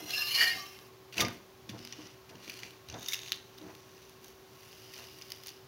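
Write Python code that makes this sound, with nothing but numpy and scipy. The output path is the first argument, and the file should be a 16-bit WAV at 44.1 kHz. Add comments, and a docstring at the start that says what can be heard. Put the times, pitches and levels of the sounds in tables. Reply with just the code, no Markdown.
"""Flatbread on a griddle

A steel spatula slides under a flatbread on a cast-iron griddle, drops it back and presses it down several times.
Grit drives the blade's moving resonances as it scrapes; clicks, rings and noise make the crust crackle and snap.
The griddle thuds and rattles on the stove, through low and higher resonances and single decaying knocks.
Shaped noise and narrow hum lines fill the small kitchen, and feedback delays give its echo."""
import sys
import numpy as np
from scipy import signal
from scipy.fft import rfft, irfft, next_fast_len
from scipy.io import wavfile
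from scipy.ndimage import uniform_filter1d

SR = 44100
rng = np.random.default_rng(int(sys.argv[2]) if len(sys.argv) > 2 else 0)


def transcribe(signal):
    """Save signal, clipped to [-1, 1], as a 16-bit WAV file at the path in sys.argv[1]."""
    frames = np.atleast_2d(signal).T
    limited = np.clip(frames, -1, 1)
    pcm = np.round(limited * 32767).astype(np.int16)
    wavfile.write(sys.argv[1], SR, pcm)


N = 250047
TIME = np.arange(N) / SR


def from_db(db):
    """Decibels to gain."""
    return 10 ** (np.asarray(db) / 20)


def to_db(gain):
    """Gain to decibels."""
    return 20 * np.log10(gain)


def rms_one(x):
    """Scale to rms 1."""
    return x / np.sqrt(np.mean(x ** 2) + 1e-20)


def lowpass(x, order, hz):
    """Butterworth lowpass."""
    return signal.sosfilt(signal.butter(order, hz, fs=SR, output="sos"), x)


def highpass(x, order, hz):
    """Butterworth highpass."""
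    return signal.sosfilt(signal.butter(order, hz, "high", fs=SR, output="sos"), x)


def in_time(rows):
    """Columns of a curve table at every sample."""
    s, *columns = np.transpose(rows)
    return [np.interp(TIME, s, column) for column in columns]


def during(rows):
    """1 while a curve table lasts, with 20 ms fades."""
    fade_in = TIME - rows[0][0] + .02
    fade_out = rows[-1][0] - TIME
    return np.clip(np.minimum(fade_in, fade_out) / .02, 0, 1)


def peaked(start, end, rise_db_per_s, fall_db_per_s):
    """Gain 1 from start to end, rising before and falling after at steady dB rates."""
    before_db = (start - TIME) * rise_db_per_s
    after_db = (TIME - end) * fall_db_per_s
    return from_db(-np.maximum(0, np.maximum(before_db, after_db)))


def wander(n, count):
    """Slow chance: random points joined smoothly; spread about 1."""
    return signal.resample(rng.standard_normal(count), n)


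def grains(per_s, spread_db):
    """Random clicks of either sign, their sizes spread exponentially in dB; rms 1."""
    sizes = from_db(spread_db * np.minimum(rng.exponential(1, N), 4))
    signed = sizes * rng.choice([-1, 1], N)
    return rms_one(signed * (rng.random(N) < per_s / SR))


def resonance(x, hz, width):
    """Two-pole resonance, gain 1 on top."""
    r = np.exp(-np.pi * width / SR)
    poles = [1, -2 * r * np.cos(2 * np.pi * hz / SR), r * r]
    return signal.lfilter([(1 - r * r) / 2, 0, (r * r - 1) / 2], poles, x)


def body(x, modes):
    """Resonances in parallel, signs alternating; the dB of each mode is its gain on top."""
    return sum((-1) ** k * from_db(db) * resonance(x, hz, width)
               for k, (hz, width, db) in enumerate(modes))


# Spectrum of the kitchen hiss. Each row: frequency in Hz, relative level in dB per Hz.
HISS_SPECTRUM = [(25, -28), (40, -13), (55, -7.5), (90, -7.5), (167, -10), (283, -14), (547, -12),
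                 (1090, -15), (1840, -20), (5740, -23), (10000, -30.5), (16000, -27.5)]
HISS_RMS_DB = -58.0
# Hum lines. Each row: frequency in Hz, width in Hz, rms level in dB, steady share of the power from 0 to 1.
HUM_LINES = [(118, 30, -66, .1), (243, 10, -75, .2), (310, 12, -74, .2), (1086, 40, -72, .2),
             (380, 80, -60.5, .86)]


def background():
    """Smooth shaped hiss, and hum lines that are each a steady tone inside a narrow wavering band."""
    bin_hz = np.maximum(np.fft.rfftfreq(N, 1 / SR), 1)
    curve_hz, curve_db = np.transpose(HISS_SPECTRUM)
    shape_db = np.interp(np.log(bin_hz), np.log(curve_hz), curve_db)
    hiss = irfft(rfft(rng.standard_normal(N)) * from_db(shape_db), N)
    out = from_db(HISS_RMS_DB) * rms_one(hiss)
    white = rng.standard_normal(N + SR)   # the extra second lets the bands settle
    for hz, width, db, steady in HUM_LINES:
        band = rms_one(resonance(resonance(white, hz, width), hz, width)[SR:])
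        tone = np.sqrt(2) * np.sin(2 * np.pi * hz * TIME)
        out += from_db(db) * (np.sqrt(steady) * tone + np.sqrt(1 - steady) * band)
    return out


KITCHEN_T60_S, KITCHEN_DB, WALL_CUT_HZ = 0.38, -19, 3300


def kitchen(x):
    """Ten feedback delays make the echo; dull walls take off treble on the way in."""
    size = next_fast_len(N + SR)
    w = 2 * np.pi * np.arange(size // 2 + 1) / size
    echoes = 0
    for k, lag in enumerate((rng.uniform(.009, .03, 10) * SR).astype(int)):
        loop = from_db(-60 * lag / SR / KITCHEN_T60_S) * np.exp(-1j * w * lag)
        echoes = echoes + (-1) ** k * loop / (1 - loop)   # all repeats of one delay
    dull = signal.lfilter(*signal.butter(1, WALL_CUT_HZ, fs=SR), x)
    return irfft(rfft(dull, size) * echoes, size)[:N]


# Griddle and stove top modes. Each row: frequency in Hz, width in Hz, gain in dB.
GRIDDLE_MODES = [(77.6, 28, -3), (115.8, 20, 2), (184, 56, -2), (242.8, 5.5, 6.5), (314, 49, 1),
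                 (452, 86, 3), (583, 160, 1), (701, 130, 3.5), (884, 33, 3), (1008, 80, -1),
                 (1230.5, 10, 5), (1485, 420, -5.5)]
# Jolts of the griddle on the stove. Each row: time in seconds, deep thud level in dB,
# level in dB of the rattle above it before its lowpass.
GRIDDLE_JOLTS = [(0, -49, -47), (.082, -72, -58), (.4, -60, -55), (.526, -53, -63), (1.194, -37.5, -41),
                 (1.224, -45, -36.5), (1.696, -50, -66), (1.75, -52.5, -51), (1.994, -53, -57),
                 (2.324, -52.5, -54), (2.478, -56.5, -68), (2.64, -59.5, -58), (2.888, -66, -66),
                 (2.935, -54.5, -78), (2.952, -55, -42), (3.626, -49.5, -55), (3.69, -61, -52.5),
                 (4.95, -65, -70), (4.995, -64, -53.5)]
THUD_TOP_HZ, RATTLE_TOP_HZ = 400, 1480
JOLT_RISE_DB_PER_S, THUD_FALL_DB_PER_S, RATTLE_FALL_DB_PER_S = 606, 136, 232


def griddle():
    """Each jolt shakes the low modes into a thud and the higher ones into a shorter rattle."""
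    low_modes = [mode for mode in GRIDDLE_MODES if mode[0] < THUD_TOP_HZ]
    high_modes = [mode for mode in GRIDDLE_MODES if mode[0] >= THUD_TOP_HZ]
    thud = rms_one(body(grains(500., spread_db=4.5), low_modes))
    rattle = rms_one(body(grains(900., spread_db=-1.5), high_modes))
    thud_gain, rattle_gain = 0, 0
    for s, thud_db, rattle_db in GRIDDLE_JOLTS:
        thud_gain = thud_gain + from_db(thud_db) * peaked(s, s, JOLT_RISE_DB_PER_S, THUD_FALL_DB_PER_S)
        rattle_gain = rattle_gain + from_db(rattle_db) * peaked(s, s, JOLT_RISE_DB_PER_S, RATTLE_FALL_DB_PER_S)
    return thud_gain * thud + rattle_gain * lowpass(rattle, 2, RATTLE_TOP_HZ)


# Single knocks of the griddle. Each row: start in seconds, level in dB before the soft rise,
# frequency in Hz of the mode that sings out, T60 in seconds.
GRIDDLE_KNOCKS = [(0.019, -36.5, 308, 0.11), (1.195, -34.5, 201, 0.061), (1.214, -29, 1207, 0.16),
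                  (1.223, -28, 123, 0.11), (1.255, -34, 243, 0.22), (1.694, -19.5, 218, 0.031),
                  (1.712, -29.5, 121, 0.13), (1.755, -48.5, 238, 0.72), (1.97, -51, 112, 0.13),
                  (1.985, -41, 308.6, 0.21), (2.03, -55, 237, 0.39), (2.887, -29.5, 78, 0.11),
                  (2.921, -35, 119, 0.18), (3.613, -43.5, 309.7, 0.29)]


def knocks():
    """A soft blow: one mode swells with a time constant of about three cycles while it dies away."""
    out = np.zeros(N)
    for s, level_db, hz, t60 in GRIDDLE_KNOCKS:
        t = np.maximum(TIME - s, 0)
        soft_rise = 1 - np.exp(-t * hz / 2.9)
        out += from_db(level_db - 60 * t / t60) * soft_rise * np.sin(2 * np.pi * hz * t)
    return out


# The blade drags over the crust and hums. Each row: start in seconds, length in seconds, level in dB,
# lower ring in Hz.
BLADE_DRAGS = [(1.793, 0.26, -61, 2930), (2.45, 0.22, -65, 2400), (3.02, 0.28, -52, 3660),
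               (4.703, 0.86, -62, 2880)]
DRAG_UPPER_RATIO, DRAG_UPPER_DB, DRAG_WIDTH_HZ, DRAG_FADE_DB_PER_S = 1.76, 1, 150, 153


def drags():
    """Grit under the resting blade rings two of its modes."""
    grit, out = grains(3000., spread_db=5.5), 0
    for s, length, db, hz in BLADE_DRAGS:
        lower = (hz, DRAG_WIDTH_HZ, 0)
        upper = (DRAG_UPPER_RATIO * hz, DRAG_UPPER_RATIO * DRAG_WIDTH_HZ, DRAG_UPPER_DB)
        gain = from_db(db) * peaked(s, s + length, DRAG_FADE_DB_PER_S, DRAG_FADE_DB_PER_S)
        out = out + gain * rms_one(body(grit, [lower, upper]))
    return out


# Modes of the blade resting on the bread. Each row: frequency in Hz, width in Hz,
# gain in dB lying flat, gain in dB tilted.
RESTING_BLADE = [(2020, 650, -1.5, -7), (2360, 84, 11, -9), (2815, 330, 5, -33), (3684, 75, -30, 13),
                 (4350, 1270, -4, -8.5), (4920, 330, 4.5, 3), (5640, 580, -3, 6.5), (6310, 1200, -9, 2)]


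def resting_blade(x):
    """Colour a sound by the blade on the bread: once lying flat, once tilted."""
    flat = body(x, [(hz, width, flat_db) for hz, width, flat_db, _ in RESTING_BLADE])
    tilted = body(x, [(hz, width, tilted_db) for hz, width, _, tilted_db in RESTING_BLADE])
    return flat, tilted


# Bouts of crust crackle as the bread lands and the blade touches, presses and drags. Each row: start in
# seconds, length in seconds, relative level in dB, top octave in dB against that, blade tilt from 0 to 1.
CRACKLE_BOUTS = [(1.13, 0.015, -46.5, -10, 0.14), (1.171, 0.036, -36.5, -7, 0.22),
                 (1.205, 0.0087, -25, -6.5, 0.6), (1.226, 0.12, -54, -4, 0.24),
                 (1.692, 0.005, -40.5, -8.5, 0.33), (1.79, .28, -54, -11, 0.39),
                 (2.293, 0.0064, -50, -15, .3), (2.444, 0.21, -49.5, -7.5, 0.25),
                 (2.886, 0.032, -50.5, -25, 0.24), (3.02, 0.28, -50, -5.5, 0.48),
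                 (3.086, 0.062, -41, -5, 0.96), (3.59, 0.5, -59.5, -7, 0.55),
                 (4.234, 0.071, -57, -2.5, 0.54), (4.633, 0.73, -56, -2.5, .45),
                 (4.934, 0.11, -52, -5.5, 0.38), (5.462, 0.027, -50, -3, 0.6)]
BOUT_RISE, BOUT_FALL, BOUT_FALL_S = 0.27, 0.35, .012   # time for 10 dB: shares of the length, added seconds


def bouts():
    """Gain of the crackle, gain of its top octave and power-weighted blade tilt, at every sample."""
    power, top_power, tilted_power = 1e-12, 1e-12, 0
    for s, length, db, top_db, tilt in CRACKLE_BOUTS:
        rise, fall = 10 / (BOUT_RISE * length), 10 / (BOUT_FALL * length + BOUT_FALL_S)
        bout_power = (from_db(db) * peaked(s, s + length, rise, fall)) ** 2
        power = power + bout_power
        top_power = top_power + bout_power * from_db(2 * top_db)
        tilted_power = tilted_power + bout_power * tilt
    return np.sqrt(power), np.sqrt(top_power), tilted_power / power


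def crackle(gain, top_gain, tilt):
    """Dense small breaks in the crust, coloured by the blade that lies on it."""
    breaks = grains(4000., spread_db=4.0)
    flat, tilted = resting_blade(breaks)
    band = signal.butter(2, [1400, 7500], "band", fs=SR, output="sos")
    broad = rms_one(signal.sosfilt(band, breaks))
    top = rms_one(highpass(breaks, 4, 8500))
    ringing = (1 - tilt) * rms_one(flat) + tilt * rms_one(tilted) + from_db(-6) * broad
    return from_db(-5) * gain * ringing + from_db(-3) * top_gain * top


# Clear crust snaps and blade taps. Each row: start in seconds, relative peak in dB, ring in Hz,
# crack in dB against the ring, relative level of the top octave in dB.
CLEAR_SNAPS = [(.107, -24.5, 4500, 15, -8), (.349, -18, 5350, -14, -15), (.7896, -39, 6000, 15.5, -23),
               (1.1256, -34, 2800, -8, -11), (1.157, -34, 2150, 3, -22), (1.1804, -13.5, 2670, -11, -19),
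               (1.197, -17, 2160, -24, -18), (1.2075, -13, 6030, 10, -18), (1.2113, -13, 5000, -6, -21),
               (1.222, -19, 2180, -3, -19), (1.2485, -20, 2116, -27.5, -20), (1.283, -22, 1570, -3, -12),
               (1.6937, -26.5, 3550, 0, -21), (1.7909, -36, 5040, 12, -12), (1.85, -27, 4820, -2, -12),
               (1.8742, -32.5, 5860, 15, -18), (1.925, -23.5, 5760, -2, -21), (1.9326, -31, 2850, -7, -23),
               (2.018, -35, 2960, -4, -18), (2.071, -35.5, 5930, 1, -18), (2.2965, -38, 2820, -2, -11),
               (2.355, -37.5, 2880, 1, -24), (2.478, -29, 2430, -4, -17), (2.497, -24.5, 2380, -3, -8),
               (2.5014, -31, 4590, 2, -12), (2.5398, -35, 5070, 8, -6), (2.573, -37, 4310, -5, -4),
               (2.5908, -31, 2920, 6, -9), (2.6332, -22.5, 2340, 4, -26), (2.6643, -34, 2010, -3, -24),
               (2.7075, -37, 2990, 11, -8), (2.8868, -32, 3960, -9, -8), (2.8998, -24.5, 6030, 1, -25),
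               (2.9255, -32, 6000, -6, -27), (2.9414, -30.5, 3600, -18, -30), (2.995, -36, 3730, 1, -5),
               (3.0294, -32, 3800, -7, -7), (3.0608, -24, 5900, -6, -18), (3.085, -20, 3610, -18, -5.5),
               (3.1221, -23, 2220, -22, -9), (3.1339, -14.5, 3580, 2, -14), (3.1375, -20, 3820, 2, -5),
               (3.143, -17.5, 2740, -4, -22), (3.1555, -27, 5030, 0, -10), (3.1918, -31, 4000, 15, -13),
               (3.2334, -31, 3600, 9, -11), (3.262, -29, 2670, 5, -19), (3.2767, -30.5, 4000, -4, -15),
               (3.2832, -31, 3000, 12, -12), (3.2937, -33, 3700, -11, -18), (3.3205, -11.5, 3920, 7, -16),
               (3.323, -22, 2760, -2, -22), (3.3294, -23, 3550, 4, -21), (3.3444, -31, 4330, 9, -14),
               (3.358, -37, 6430, 0, -7), (3.5807, -37, 5100, -3, -9), (3.5851, -36, 3800, 6, -11),
               (3.615, -39.5, 3850, -9, -17), (3.7515, -40.5, 6150, 17, -5), (4.095, -43, 5000, 4, -2),
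               (4.2445, -35, 6220, 1, -6), (4.282, -44, 5800, 2, -1), (4.729, -41, 3180, 14, -14),
               (4.9377, -33, 2720, -6, -7), (4.942, -33, 4870, -7, -23), (4.9573, -37, 4820, -3, -14),
               (4.979, -31.5, 6000, -2, -13), (4.9878, -32, 2760, 0, -8), (5.049, -45, 2920, -5, -15),
               (5.1865, -40, 4730, -15, -3), (5.214, -32.5, 2800, 2, -9), (5.2208, -29, 4980, -8, -26),
               (5.3032, -31, 4570, -7, -6), (5.3198, -20, 4900, 4, -11), (5.4358, -34, 4930, -1, -4),
               (5.462, -32, 5540, 11, -15), (5.47, -29.5, 4640, -2, 0), (5.4828, -28, 5030, 6, -18),
               (5.4903, -28.5, 4570, 0, -12), (5.503, -34, 4700, 2, -21)]
SNAP_TRIM_DB, TICK_TRIM_DB, CRUMBLE_DB = -7.5, 5.5, 4.0   # applied to all snaps, their ticks, their crumbles
CRACK_HZ, CRACK_T60_S, TICK_T60_S = 4060, 0.0011, 0.014
SNAP_T60_S, SHARP_SHORTENS = 0.011, 0.37   # ring T60 at 0 dB of crack; dB it shortens for each dB of crack
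CRUMBLE_LASTS = 1.63   # times the ring
# random faint snaps: rate, highest peak above the crackle, top octave against that of the crackle
FAINT_PER_S, FAINT_DB, FAINT_TOP_DB = 25., 15, -6.5


def faint_snaps(gain, top_gain):
    """Rows for small snaps at random times, which follow the level of the crackle."""
    at = np.flatnonzero(rng.random(N) < FAINT_PER_S / SR)
    size, pitch, sharpness = rng.random((3, len(at)))
    peak_db = to_db(gain[at]) + FAINT_DB - 8 * size
    top_db = to_db((top_gain / gain)[at]) + FAINT_TOP_DB
    return np.transpose([at / SR, peak_db, 2400 * 2.6 ** pitch, 12 * sharpness - 6, top_db])


def snaps(gain, top_gain, blade_tilt):
    """Each snap is a sharp crack, a short ring with a pitch of its own, a brief crumble and a bright tick."""
    length = 3000   # samples
    out, t = np.zeros(N + length), np.arange(length) / SR
    rows = np.vstack([CLEAR_SNAPS, faint_snaps(gain, top_gain)])
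    rough = rng.standard_normal((len(rows), length))
    ticks = highpass(rough, 4, 8500) * from_db(-60 * t / TICK_T60_S)
    tilt = blade_tilt[(rows[:, :1] * SR).astype(int)]
    flat, tilted = resting_blade(rough)
    crumbs = (1 - tilt) * flat + tilt * tilted
    crack = np.sin(2 * np.pi * CRACK_HZ * t) * from_db(-60 * t / CRACK_T60_S)
    for (s, peak_db, hz, crack_db, top_db), tick, crumb in zip(rows, ticks, crumbs):
        t60 = SNAP_T60_S * from_db(-SHARP_SHORTENS * crack_db)
        ring = np.sin(2 * np.pi * hz * t) * from_db(-60 * t / t60)
        crumble = from_db(CRUMBLE_DB) * crumb * from_db(-60 * t / (CRUMBLE_LASTS * t60))
        sound = ring + crumble + from_db(crack_db) * crack + from_db(top_db + TICK_TRIM_DB) * tick
        at = round(s * SR)
        out[at:at + length] += from_db(peak_db + SNAP_TRIM_DB) * highpass(sound, 2, 1500)
    return out[:N]


# The slide under the bread, two pushes. 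Each row: time in seconds, level in dB.
SLIDE_LEVEL = [(0, -46.5), (.05, -49.5), (.11, -36), (.2, -31), (.26, -37), (.32, -33), (.4, -23),
               (.46, -27), (.55, -38), (.7, -52), (.9, -62)]
# Stage of the stroke. Each row: time in seconds, stage (0 blade free, 1 under the bread, 2 lifting off).
STROKE_STAGE = [(0, 0), (.1, 0), (.2, .3), (.3, .6), (.395, 1), (.49, 1.1), (.6, 2), (.9, 2)]
# Blade mode pitches. Each row: frequency in Hz at stages 0, 1 and 2.
BLADE_PITCHES = [(727, 760, 760), (1260, 1110, 1170), (1650, 1870, 1860), (1640, 1710, 1730),
                 (2100, 2160, 2150), (2520, 2340, 2500), (2740, 2890, 2760), (2900, 3020, 3050),
                 (3300, 3420, 3400), (3670, 3770, 3950), (4140, 4270, 4250), (4790, 4600, 4670),
                 (5250, 5010, 5160), (5400, 5310, 5480), (5700, 5880, 5860), (6210, 6300, 6250),
                 (8870, 8900, 8900), (9750, 9930, 9750), (10800, 10800, 11000), (11500, 11600, 11600),
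                 (12200, 12800, 12000), (12900, 13400, 13400), (13300, 14200, 13700), (15300, 15300, 15400)]
# Blade mode strengths, in the order of the pitches. Each row: width in Hz, then the gain in dB
# at each of the level stages.
BLADE_LEVELS = [(29.6, -4.5, -14, -51, -11.5, -1.5), (24.6, -12, -0.5, -12, -18, 7.5),
                (31.2, -20, 4.5, -29, 12, -5), (58, -16, -41, -43, -48, -2.5),
                (40, -1.5, -42, -22, -0.5, 3), (59, -29, -42, -5, 0.5, -4), (67.7, -5, 9, -4, 7.5, 3.5),
                (49.6, 0, -19, 5, -8, 3), (50, -5, -20, -24, -11, -8), (70.5, -7, -13, -22, -9, -2),
                (50.4, 0.5, -0.5, 3, 4, -3), (45, -4, -3, -1.5, 6.5, 1), (60, -5, 2.5, -6, -5, 1),
                (45.2, -5, -6, -10, -33, 4), (85, -1.5, -40, -15, -37, -3), (90, -7, -27, -13, -43, -12),
                (60.6, -15, -23, -31, -43, -24.0), (60.6, -15, -14, -23, -15, -22),
                (50, -24, -25, -8, -10, -32), (60, -21, -13, -24, -22, -21), (68, -11, -25, -12, -13, -24),
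                (90, -17, -17, -10, -32, -18.0), (45, -11, -2, -15.0, -29, -12.0),
                (71, -20, -36, -10, -34, -18)]
# Stages of the stroke at which those gains are given, a plain list.
LEVEL_STAGES = [0, .35, .7, 1, 2]
RASP_DB, RASP_SINKS = -29.5, 1   # toneless rasp gain at the start; dB it sinks for each dB the slide gains
PITCH_JITTER, LOOSE_JITTER = 0.0028, 0.0096   # share of pitch; added per stage as the blade lifts off
GRIT_LUMPS_DB, MODE_FLICKER_DB = 1, 3   # the edge catches unevenly; each mode comes and goes


def scrape():
    """Grit under the edge drives the blade modes; each shifts and swells as the bread loads the blade."""
    n = int(SLIDE_LEVEL[-1][0] * SR)
    level_db, stage = [curve[:n] for curve in in_time(SLIDE_LEVEL) + in_time(STROKE_STAGE)]
    grit, song = grains(5000., spread_db=2.0)[:n], np.zeros(n)
    jitter = PITCH_JITTER + LOOSE_JITTER * np.maximum(stage - 1, 0)
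    for stage_hz, (width, *stage_db) in zip(BLADE_PITCHES, BLADE_LEVELS):
        hz = np.interp(stage, [0, 1, 2], stage_hz) * (1 + jitter * wander(n, count=70))
        # a resonance with a moving centre: shift the grit down, smooth it, shift it back
        turn, r = np.exp(2j * np.pi * np.cumsum(hz) / SR), np.exp(-np.pi * width / SR)
        mode = turn * signal.lfilter([1 - r], [1, -r], grit / turn)
        mode_db = np.interp(stage, LEVEL_STAGES, stage_db) + MODE_FLICKER_DB * wander(n, count=30)
        song += from_db(mode_db) * mode.real
    rasp_db = RASP_DB - RASP_SINKS * (level_db - level_db[0])
    sound = song + from_db(rasp_db) * highpass(grit, 2, 1500)
    # level out the sound, then give it the slide's own level
    loudness = np.sqrt(uniform_filter1d(sound ** 2, size=2500))
    stroke = from_db(level_db + GRIT_LUMPS_DB * wander(n, count=70)) * sound / loudness
    return during(SLIDE_LEVEL) * np.pad(stroke, (0, N - n))


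def scene():
    """Everything on the stove, its echo in the kitchen and the background."""
    crust = bouts()
    stove = griddle() + knocks() + drags() + crackle(*crust) + snaps(*crust) + scrape()
    return (stove + from_db(KITCHEN_DB) * kitchen(stove) + background())[None]


MIC_BASS_HZ, CUTOFF_HZ = 65.5, 16200
MIC_DIP_HZ, MIC_DIP_WIDTH_HZ, MIC_DIP_DB = 8070, 2640, -8.5


def record(dry):
    """A small microphone with a dip in its treble and little deep bass; the top is cut."""
    dry = highpass(dry, 2, MIC_BASS_HZ)
    dipped = dry - (1 - from_db(MIC_DIP_DB)) * resonance(dry, MIC_DIP_HZ, MIC_DIP_WIDTH_HZ)
    return signal.sosfilt(signal.cheby2(20, 60, CUTOFF_HZ, fs=SR, output="sos"), dipped)


dry = scene()
out = record(dry)
transcribe(out)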